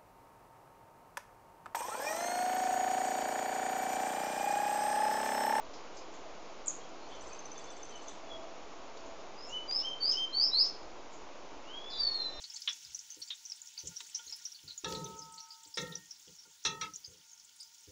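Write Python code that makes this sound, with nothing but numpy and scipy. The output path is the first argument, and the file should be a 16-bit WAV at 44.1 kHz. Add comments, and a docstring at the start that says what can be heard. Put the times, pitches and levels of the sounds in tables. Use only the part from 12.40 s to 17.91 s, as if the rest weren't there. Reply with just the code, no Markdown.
"""Kitchen stove: minced garlic fries in oil in a deep metal pot, heard from above.
Clicks and noise in bands make the fine sizzle; bubbles and spits burst as short noise bands that ring on.
A wooden spatula touches the bottom lightly and knocks the pot four times: decaying sines ring its walls.
Low resonances rumble under it, over faint room tone."""
import sys
import numpy as np
from scipy import signal
from scipy.fft import rfft, irfft
from scipy.io import wavfile
from scipy.ndimage import uniform_filter1d

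SR = 44100
rng = np.random.default_rng(int(sys.argv[2]) if len(sys.argv) > 2 else 0)


def volts_from_db(level):
    """Convert decibel levels to linear amplitude ratios."""
    exponent = np.asarray(level, float) / 20
    return 10 ** exponent


def dump(signal):
    """Clip the signal to [-1, 1] and save it as 16-bit WAV at the path in sys.argv[1]."""
    limited = np.clip(np.atleast_2d(signal).T, -1, 1)
    pcm = np.round(limited * 32767).astype(np.int16)
    wavfile.write(sys.argv[1], SR, pcm)


N = 242991
T = np.arange(N) / SR

# frying: (time [s], sizzle level [dB], top hiss level [dB]), swells come on top
FRYING = [(0.0, -55, -74), (.33, -53, -69.5), (.63, -56.5, -68), (1.05, -57, -72), (1.46, -55, -68),
          (1.98, -55.5, -68.5), (2.25, -58, -69), (3.16, -60, -72), (4.54, -60.5, -71),
          (4.921, -61.5, -73.5), (5.51, -60.5, -70.5)]
# sizzle and top hiss swell just after a knock: (start [s], sizzle rise [dB], top hiss rise [dB], length [s])
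SWELLS = [(2.46, 9, 9.5, 0.37), (3.38, 6.5, 9, 0.28)]
# filter of the sizzle: (frequency [Hz], relative gain [dB])
SIZZLE_COLOUR = [(880, -28), (1500, -18), (2070, -13.5), (2280, -15), (2950, -8.5), (3920, -7), (4650, -4),
                 (5170, -2.5), (6820, -1.5), (9000, -20), (11700, -24.5), (19800, -120)]
# filter of the top hiss: (frequency [Hz], relative gain [dB])
HISS_COLOUR = [(7000, -38), (9000, -6), (10800, -9.5), (11800, -18), (13800, -11), (14500, -3),
               (15100, -8.5), (15650, 3.5)]
# filter of the room tone: (frequency [Hz], relative gain [dB])
ROOM_COLOUR = [(30, -4.5), (80, -5.5), (300, -5.5), (660, -12.5), (900, -5), (1500, -8.5), (2500, -9.5)]
# steam bubbles: (time [s], nominal level [dB], pitch [Hz], nominal t60 [s], rise [ms])
BUBBLES = [(.039, -35.5, 4416, 0.091, 1.1), (.0962, -39.5, 5230, .12, 3.6), (.137, -44.5, 6180, 0.18, 3.5),
           (0.1562, -37, 4440, .066, 9.3), (0.167, -38, 5400, .059, 3.7), (0.2754, -22, 3410, 0.11, 0.62),
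           (0.289, -34.5, 5560, .13, 2), (0.3296, -39, 6190, 0.045, 3), (.447, -41, 4970, 0.075, 3.3),
           (0.546, -29, 6050, 0.07, 1.4), (0.7032, -37, 6200, 0.098, 1.5), (0.8159, -36, 4450, 0.088, 5.5),
           (.823, -38, 5550, .09, 3.3), (0.875, -45, 4700, 0.11, 3), (0.882, -44.5, 7200, 0.056, 3),
           (0.9028, -30.5, 3660, 0.11, 2.8), (1.05, -38.5, 5950, 0.13, 5.3), (1.095, -36, 5700, 0.1, 6),
           (1.1185, -30, 5210, 0.048, 3), (1.2164, -37, 6950, 0.05, 1.3), (1.3762, -33.5, 4620, 0.11, 2.4),
           (1.387, -36.5, 5980, 0.13, 7), (1.5597, -33.5, 5750, 0.092, 10),
           (1.7452, -27.5, 5835, 0.13, 4.2), (1.785, -46, 3300, 0.094, 9.3), (1.8595, -42, 6500, 0.12, 12),
           (1.875, -43.5, 4260, 0.22, 4), (1.894, -39, 5520, 0.076, 3), (1.91, -44, 7060, 0.029, 1.8),
           (1.9221, -33, 5240, 0.11, 6), (2.0507, -31, 5770, 0.11, 3.5), (2.1164, -41, 5650, 0.035, 7.9),
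           (2.1455, -44.5, 4450, .116, 4.1), (2.2764, -40.5, 4370, 0.16, 2.7),
           (2.2995, -39, 4120, 0.12, 9.3), (2.3748, -34, 6800, 0.059, 4.5),
           (2.5488, -34.5, 4000, 0.12, 1.3), (2.6428, -35, 6115, 0.071, 1.6),
           (2.654, -46.5, 3700, 0.081, 3.7), (2.7894, -37, 6110, .054, 4.1),
           (2.8173, -41.5, 5050, 0.11, 5.2), (2.9743, -42, 4450, 0.13, 7.9), (3.001, -41, 5720, 0.13, 2.4),
           (3.1043, -41, 4870, .16, 1.8), (3.34, -36.5, 5150, .15, 5.8), (3.5207, -39.5, 3690, 0.13, 5.1),
           (3.5527, -29.5, 5830, 0.057, 2.5), (3.7069, -36.5, 5520, 0.12, 2.9), (3.985, -47, 5570, 0.13, 4),
           (4.536, -41, 5850, 0.16, 4.1), (4.558, -33, 6720, 0.031, 1.6), (4.6407, -37.5, 4913, 0.091, 8.2),
           (4.655, -46.5, 6400, 0.16, 5), (4.9127, -48.5, 6720, 0.11, 4), (4.9277, -46, 6370, 0.037, 8),
           (5.199, -42.5, 4990, 0.21, 3.7)]
# spitting oil, short and wide: (time [s], nominal level [dB], centre [Hz], nominal width [Hz])
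SPITS = [(.0215, -45, 6650, 1270), (.2038, -54.7, 10800, 990), (.218, -35.5, 5160, 1110),
         (.7995, -48, 8500, 900), (1.159, -52, 8450, 1210), (1.4704, -32.5, 6950, 1090),
         (1.6029, -37, 3870, 2510), (1.9609, -49.5, 10000, 3250), (2.521, -33.5, 4570, 2140),
         (3.4138, -40.5, 6440, 1200), (5.1589, -54.5, 9200, 1500), (5.205, -46.5, 8650, 900)]
# light spatula touches on the bottom: (time [s], nominal level [dB])
TAPS = [(0.033, -68), (.141, -64), (.275, -58), (1.222, -66), (1.376, -65), (1.514, -61.5), (1.605, -65),
        (1.793, -50), (1.92, -58.5), (2.008, -60), (2.279, -65), (4.051, -60.5)]
# low modes of the bottom: (frequency [Hz], relative level [dB])
BOTTOM_MODES = [(907, 4.5), (1419, 4), (2230, -2), (487, -12.5)]
# jolts: (time [s], nominal level [dB], relative deep thud [dB], relative lowest mode [dB], t60 [s])
JOLTS = [(.276, -64.5, -17, -19, 0.35), (.444, -80.5, 18, -3, 0.71), (.766, -51.5, -7, -23.5, .2),
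         (1.434, -45.5, 1.5, -8.5, 0.28), (1.6, -61, -17, -23, 0.2), (1.861, -61, 0, -27, 0.22),
         (2.231, -58.5, 7.5, -4.5, 0.33), (2.436, -33, -11, -12, 1.21), (2.905, -60.5, -1, -4, 0.15),
         (3.257, -59, -3, -9, 0.16), (3.374, -38.5, -11.5, -5.5, 0.67), (3.872, -50.5, -2, -5.5, 0.2),
         (4.058, -55.5, -34, -6, .16), (4.247, -42, -5.5, -11, 0.87), (4.415, -51, -3, -15, 0.23),
         (4.674, -54, 0, -13.5, 0.39), (5.471, -54.5, 1, -10, 0.99)]
# stove modes: (frequency [Hz], width of one filter pass [Hz], relative level [dB])
STOVE_MODES = [(167, 56, 3), (303.4, 35, 6), (428.7, 88, -3.5), (496.4, 41, -7.5), (652, 550, -17.5)]
# spatula knocks: (time [s], level variation angle [rad], strength [dB], brightness [dB/octave], chatter [s])
KNOCKS = [(2.4445, 0.19, -0.14, -4.5, 0.0011), (3.372, 0.46, 0.65, -1.5, 0.0079),
          (4.2502, 0.544, 1.5, 2, 0.011), (4.4109, 0.64, -1.9, -3, 0.032)]
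# pot wall modes: (highest level before knock strength [dB], t60 before damping by the wood [s])
WALL_MODES = [(-46.5, .93), (-44.5, 3.71), (-37.5, 2.93), (-48.5, 1.9), (-39.5, .16), (-55, 1), (-45, 2.24),
              (-43, 0.64), (-44, .28), (-49.5, 0.75), (-39, 0.42), (-60, 0.23), (-37, 0.16), (-40.5, 0.44),
              (-55, 0.26), (-35.5, 0.21), (-70, .19), (-39, 0.32), (-41, 0.21), (-43, 0.26), (-52, .24),
              (-42, 0.16), (-42, .17), (-39, 0.16), (-47, 0.32), (-28.5, 0.056), (-46, 0.46), (-43.5, .35),
              (-47, 0.28), (-51, .27)]
# pot wall modes: (frequency [Hz])
WALL_HZ = [490, 904, 1287, 1367, 1702, 1782, 1855, 2120, 2275, 2422, 2668, 2998, 3325, 3410, 3461, 3733,
           3870, 4011, 4130, 4280, 4435, 4910, 5211, 5378, 5566, 5755, 5819, 6180, 6422, 6584]
# numbers that vary each wall mode's level from knock to knock: (angle multiplier [1])
WALL_VARIATION = [7, 11, 10, 8, 3, 4, 7, 9, 9, 10, 11, 12, 4, 12, 9, 1, 5, 12, 10, 2, 2, 9, 12, 8, 1, 4, 12,
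                  6, 12, 7]


def unit(x):
    """Scale to rms 1."""
    return x / np.sqrt(np.mean(x ** 2))


def coloured(x, points):
    """Filter by (frequency [Hz], gain [dB]) points, 90 dB down outside them; rms 1."""
    hz, db = np.transpose(points)
    log_f = np.log(np.fft.rfftfreq(N, 1 / SR) + 1)
    gain = volts_from_db(np.interp(log_f, np.log(hz), db, left=-90, right=-90))
    return unit(irfft(rfft(x) * gain, N))


def walk(rate_hz):
    """Random levels held 1 / rate_hz and slewed twice; spread near 1."""
    k = int(SR / rate_hz)
    held = np.repeat(rng.standard_normal(N // k + 1), k)
    return 1.3 * uniform_filter1d(uniform_filter1d(held, k), k)[:N]


def add(out, start_s, x):
    """Mix x into out from start_s."""
    i = int(start_s * SR)
    out[i:i + len(x)] += x[:len(out) - i]


def fade(t, t60_s):
    """Exponential decay of 60 dB in t60_s, at least 5 ms."""
    return np.exp(-np.log(1000) * t / np.maximum(t60_s, 1 / 200))


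def crackle(rate_hz, spread_db, smear_t60_s):
    """Random clicks of exponential size in dB, each smeared by a short echo tail."""
    clicks = (rng.random(N) < rate_hz / SR) * volts_from_db(spread_db * rng.exponential(size=N))
    tail = rng.standard_normal(2048) * fade(T[:2048], smear_t60_s)
    return unit(signal.fftconvolve(clicks, tail)[:N])


def bottom_hum():
    """Noise through narrow resonances at the low modes of the bottom, each wavering in level."""
    hum = 0
    for hz, db in BOTTOM_MODES:
        mode = unit(signal.lfilter(*signal.iirpeak(hz, 30, SR), rng.standard_normal(N)))
        hum = hum + volts_from_db(db + 1.0 * walk(15)) * mode
    return volts_from_db(-85.5) * hum


def frying():
    """Tiny bubbles: a swarm of clicks over hiss in each third of an octave, so that they differ in pitch."""
    when_s, *levels_db = np.transpose(FRYING)
    sizzle_db, hiss_db = (np.interp(T, when_s, db) for db in levels_db)
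    for start_s, more_db, more_hiss_db, length_s in SWELLS:
        swell = np.clip((T - start_s) / 0.023, 0, 1) * np.clip(1 - (T - start_s) / length_s, 0, 1)
        sizzle_db = sizzle_db + more_db * swell
        hiss_db = hiss_db + more_hiss_db * swell
    swarm = 0
    for hz in 1500 * 2 ** np.arange(0, 3.1, 1 / 3):
        grains = crackle(160, 3.08, 0.075) + volts_from_db(-3.0 + 2.2 * walk(18)) * rng.standard_normal(N)
        edges_hz = [hz / 2 ** (1 / 6), hz * 2 ** (1 / 6)]
        band = signal.butter(2, edges_hz, "band", fs=SR, output="sos")
        swarm = swarm + signal.sosfilt(band, grains)
    sizzle = coloured(swarm, SIZZLE_COLOUR) * volts_from_db(sizzle_db)
    fizz = volts_from_db(2.5 * walk(30)) * rng.standard_normal(N) + volts_from_db(-1.0) * crackle(360, 1.5, 0.0067)
    hiss = coloured(fizz, HISS_COLOUR) * volts_from_db(hiss_db)
    return sizzle + hiss + bottom_hum()


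def room_tone():
    """Faint coloured noise, slowly wavering about -81 dB."""
    return volts_from_db(-81 + 2.0 * walk(5.04)) * coloured(rng.standard_normal(N), ROOM_COLOUR)


def pop(db, hz, t60_s, width_hz, rise_ms):
    """A burst is a short band round the bubble's pitch; its echoes in the pot keep a narrow core longest."""
    t = T[:8192]
    f = np.fft.rfftfreq(len(t), 1 / SR)
    echoes = rfft(rng.standard_normal((3, len(t))))
    away = (f - hz) / max(width_hz, 60)
    burst = unit(irfft(echoes[0] * np.exp(-(away / 1.11) ** 2) * (f > 900)))
    core = unit(irfft(echoes[1] * np.exp(-(away / 0.12) ** 2)))
    # the splash spreads wider, leans to lower pitches; deep, loud bubbles splash most
    splash_db = -13.0 + 8.6 * np.log2(5000 / hz) + 0.18 * (db + 37)
    reach_hz = np.where(away < 0, 1500., 600.)
    splash = unit(irfft(echoes[2] * np.exp(-np.abs(f - hz) / reach_hz) * (f > 900)))
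    rise_s = max(rise_ms, .4) / 1000
    late = np.maximum(t - rise_s, 0)
    # the bubble's skin snaps at the top of the rise
    snap = volts_from_db(-8.5) * np.exp(-((t - rise_s) / 0.00077) ** 2)
    body = burst * (snap + fade(late, 0.91 * t60_s))
    body += volts_from_db(-7.5) * core * fade(late, 1.6 * t60_s)
    body += volts_from_db(splash_db) * splash * fade(late, 1.27 * t60_s)
    body *= np.sin(np.pi / 2 * np.clip(t / rise_s, 0, 1))
    # level is set by the rms round the top of the rise
    loud = np.sqrt(np.mean(body[int(rise_s * SR / 2):int((rise_s + .004) * SR)] ** 2))
    return volts_from_db(db - 6.5) * body / loud


def pops():
    """Large bubbles (the louder, the wider their band), oil spits and a random scatter of small pops."""
    out = np.zeros(N)
    for start_s, db, hz, t60_s, rise_ms in BUBBLES:
        width_hz = 407 * volts_from_db(0.21 * (db + 37.5))
        add(out, start_s, pop(db, hz, t60_s, width_hz, rise_ms))
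    for start_s, db, hz, width_hz in SPITS:
        add(out, start_s, pop(db, hz, 0.048, width_hz, 3.5))
    # small pops follow the sizzle level, swells left out
    small_count = 40
    when_s, sizzle_db = np.transpose(FRYING)[:2]
    starts_s = T[-1] * rng.random(small_count)
    for start_s, (size, pitch) in zip(starts_s, rng.standard_normal((small_count, 2))):
        db = np.interp(start_s, when_s, sizzle_db) + 6 + 4.0 * size
        hz = 6300 * 2 ** (0.25 * pitch)
        add(out, start_s, pop(db, hz, 0.047, 910, 4.9))
    return out


def taps():
    """Light touches ring the low modes of the oil-covered bottom as decaying sines."""
    out, t = np.zeros(N), T[:SR // 2]
    hz, mode_db = np.array(BOTTOM_MODES).T[:, :, None]
    for start_s, db in TAPS:
        chance = rng.standard_normal((2, len(hz), 1))
        modes = volts_from_db(mode_db + 3 * chance[0]) * np.sin(2 * np.pi * hz * (1 + 0.005 * chance[1]) * t)
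        envelope = fade(t, 0.16) * (1 - np.exp(-t / 0.0018))
        add(out, start_s, volts_from_db(db - 8.0) * modes.sum(axis=0) * envelope)
    return out


def rumble():
    """Jolts of the pot shake its stand: rattling noise in a few low resonances, over a deep thud."""
    shake = rng.standard_normal(N)
    modes = []
    for hz, width_hz, mode_db in STOVE_MODES:
        b, a = signal.iirpeak(hz, hz / width_hz, SR)
        rattle = volts_from_db(mode_db + 2.5 * walk(25))
        modes.append(rattle * unit(signal.lfilter(b, a, signal.lfilter(b, a, shake))))
    first, second, upper = modes[0], modes[1], unit(sum(modes[2:]))
    thud_band = signal.butter(3, [55, 125], "band", fs=SR, output="sos")
    deep = unit(signal.sosfilt(thud_band, rng.standard_normal(N)))
    out = 0
    for start_s, db, deep_db, first_db, t60_s in JOLTS:
        # light jolts favour the second mode, hard ones the upper modes
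        second_db = -7.5 - 0.28 * (db + 52.5)
        t = np.maximum(T - start_s, 0)
        # the rumble is cut off at half of t60, as by a noise suppressor
        cut = np.clip((.5 - t / t60_s) / 0.25, 0, 1)
        # the lowest mode comes up late and decays more slowly
        lasting = volts_from_db(7.0) * (1 - np.exp(-t / 0.031)) / fade(np.minimum(t, t60_s), 6.3 * t60_s)
        envelope = volts_from_db(db - 9.0) * (1 - np.exp(-t / 0.0061)) * fade(t, t60_s) * cut
        low = volts_from_db(first_db) * lasting * first + volts_from_db(second_db) * second
        out = out + envelope * (upper + low + volts_from_db(deep_db) * deep)
    return out


def knocks():
    """Knocks ring the same walls at varied mode levels; the wood first cracks and chatters on the metal."""
    out, t = np.zeros(N), T[:SR]
    hz, variation = np.array(WALL_HZ)[:, None], np.array(WALL_VARIATION)[:, None]
    mode_db, t60_s = np.array(WALL_MODES).T[:, :, None]
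    faint_db, crack_db = -62.5, -37
    crack_band = signal.butter(4, [1100, 6600], "band", fs=SR, output="sos")
    for start_s, angle_rad, db, bright_db, chatter_s in KNOCKS:
        # vary each mode's level from knock to knock
        mode_weight = np.sqrt(np.cos(variation * angle_rad) ** 2 + .01)
        gain = volts_from_db(mode_db + db + bright_db * np.log2(hz / 2000)) * mode_weight
        # longer chatter damps the walls more; the ring is cut short, as by a noise suppressor
        damped_t60_s = 7 * (0.0031 / chatter_s) ** 1.41
        cut_s = 0.25 + .103 * damped_t60_s
        late = np.maximum(t - chatter_s, 0.36 * t)
        chance = rng.random((5, len(hz), 1))
        ring = np.sin(2 * np.pi * (hz * t + chance[0]))
        # a dented pot splits its modes, the upper most, into close neighbours that beat
        split = .45 + .4 * np.clip(hz / 2700, 0, 1) ** 3
        for side, gap, phase in zip((-1, 1), chance[1:3], chance[3:]):
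            near_hz = hz + side * (14 + 45 * gap)
            ring += split * fade(late, 1.0) * np.sin(2 * np.pi * (near_hz * t + phase))
        # faint tails drop out early
        decay = gain * fade(late, 1 / (1 / t60_s + 1 / damped_t60_s))
        size = np.sqrt(np.maximum(decay ** 2 - volts_from_db(faint_db) ** 2, 0))
        ring = (size * ring / np.sqrt(1 + 2 * split ** 2)).sum(axis=0)
        ring *= np.clip((cut_s - t) / (0.26 * cut_s), 0, 1) ** 1.1
        noise = signal.sosfilt(crack_band, rng.standard_normal(SR))
        crack_decay = fade(late, 0.044) + volts_from_db(-6 + 61 * chatter_s) * fade(late, 0.26)
        crack = volts_from_db(crack_db + db + 1.0 * bright_db) * noise * crack_decay
        onset = 1 - np.exp(-t / (0.00019 + 0.043 * chatter_s))
        add(out, start_s, (ring + crack) * onset)
    return out


def scene():
    """All sources at one microphone."""
    return (frying() + room_tone() + pops() + taps() + rumble() + knocks())[None]


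def top_cut(x):
    """Nothing passes above the cut-off."""
    return signal.sosfilt(signal.butter(12, 15800, fs=SR, output="sos"), x)


def record(dry):
    """The finished mix as the phone keeps it."""
    return top_cut(dry)


dry = scene()
out = record(dry)
dump(out)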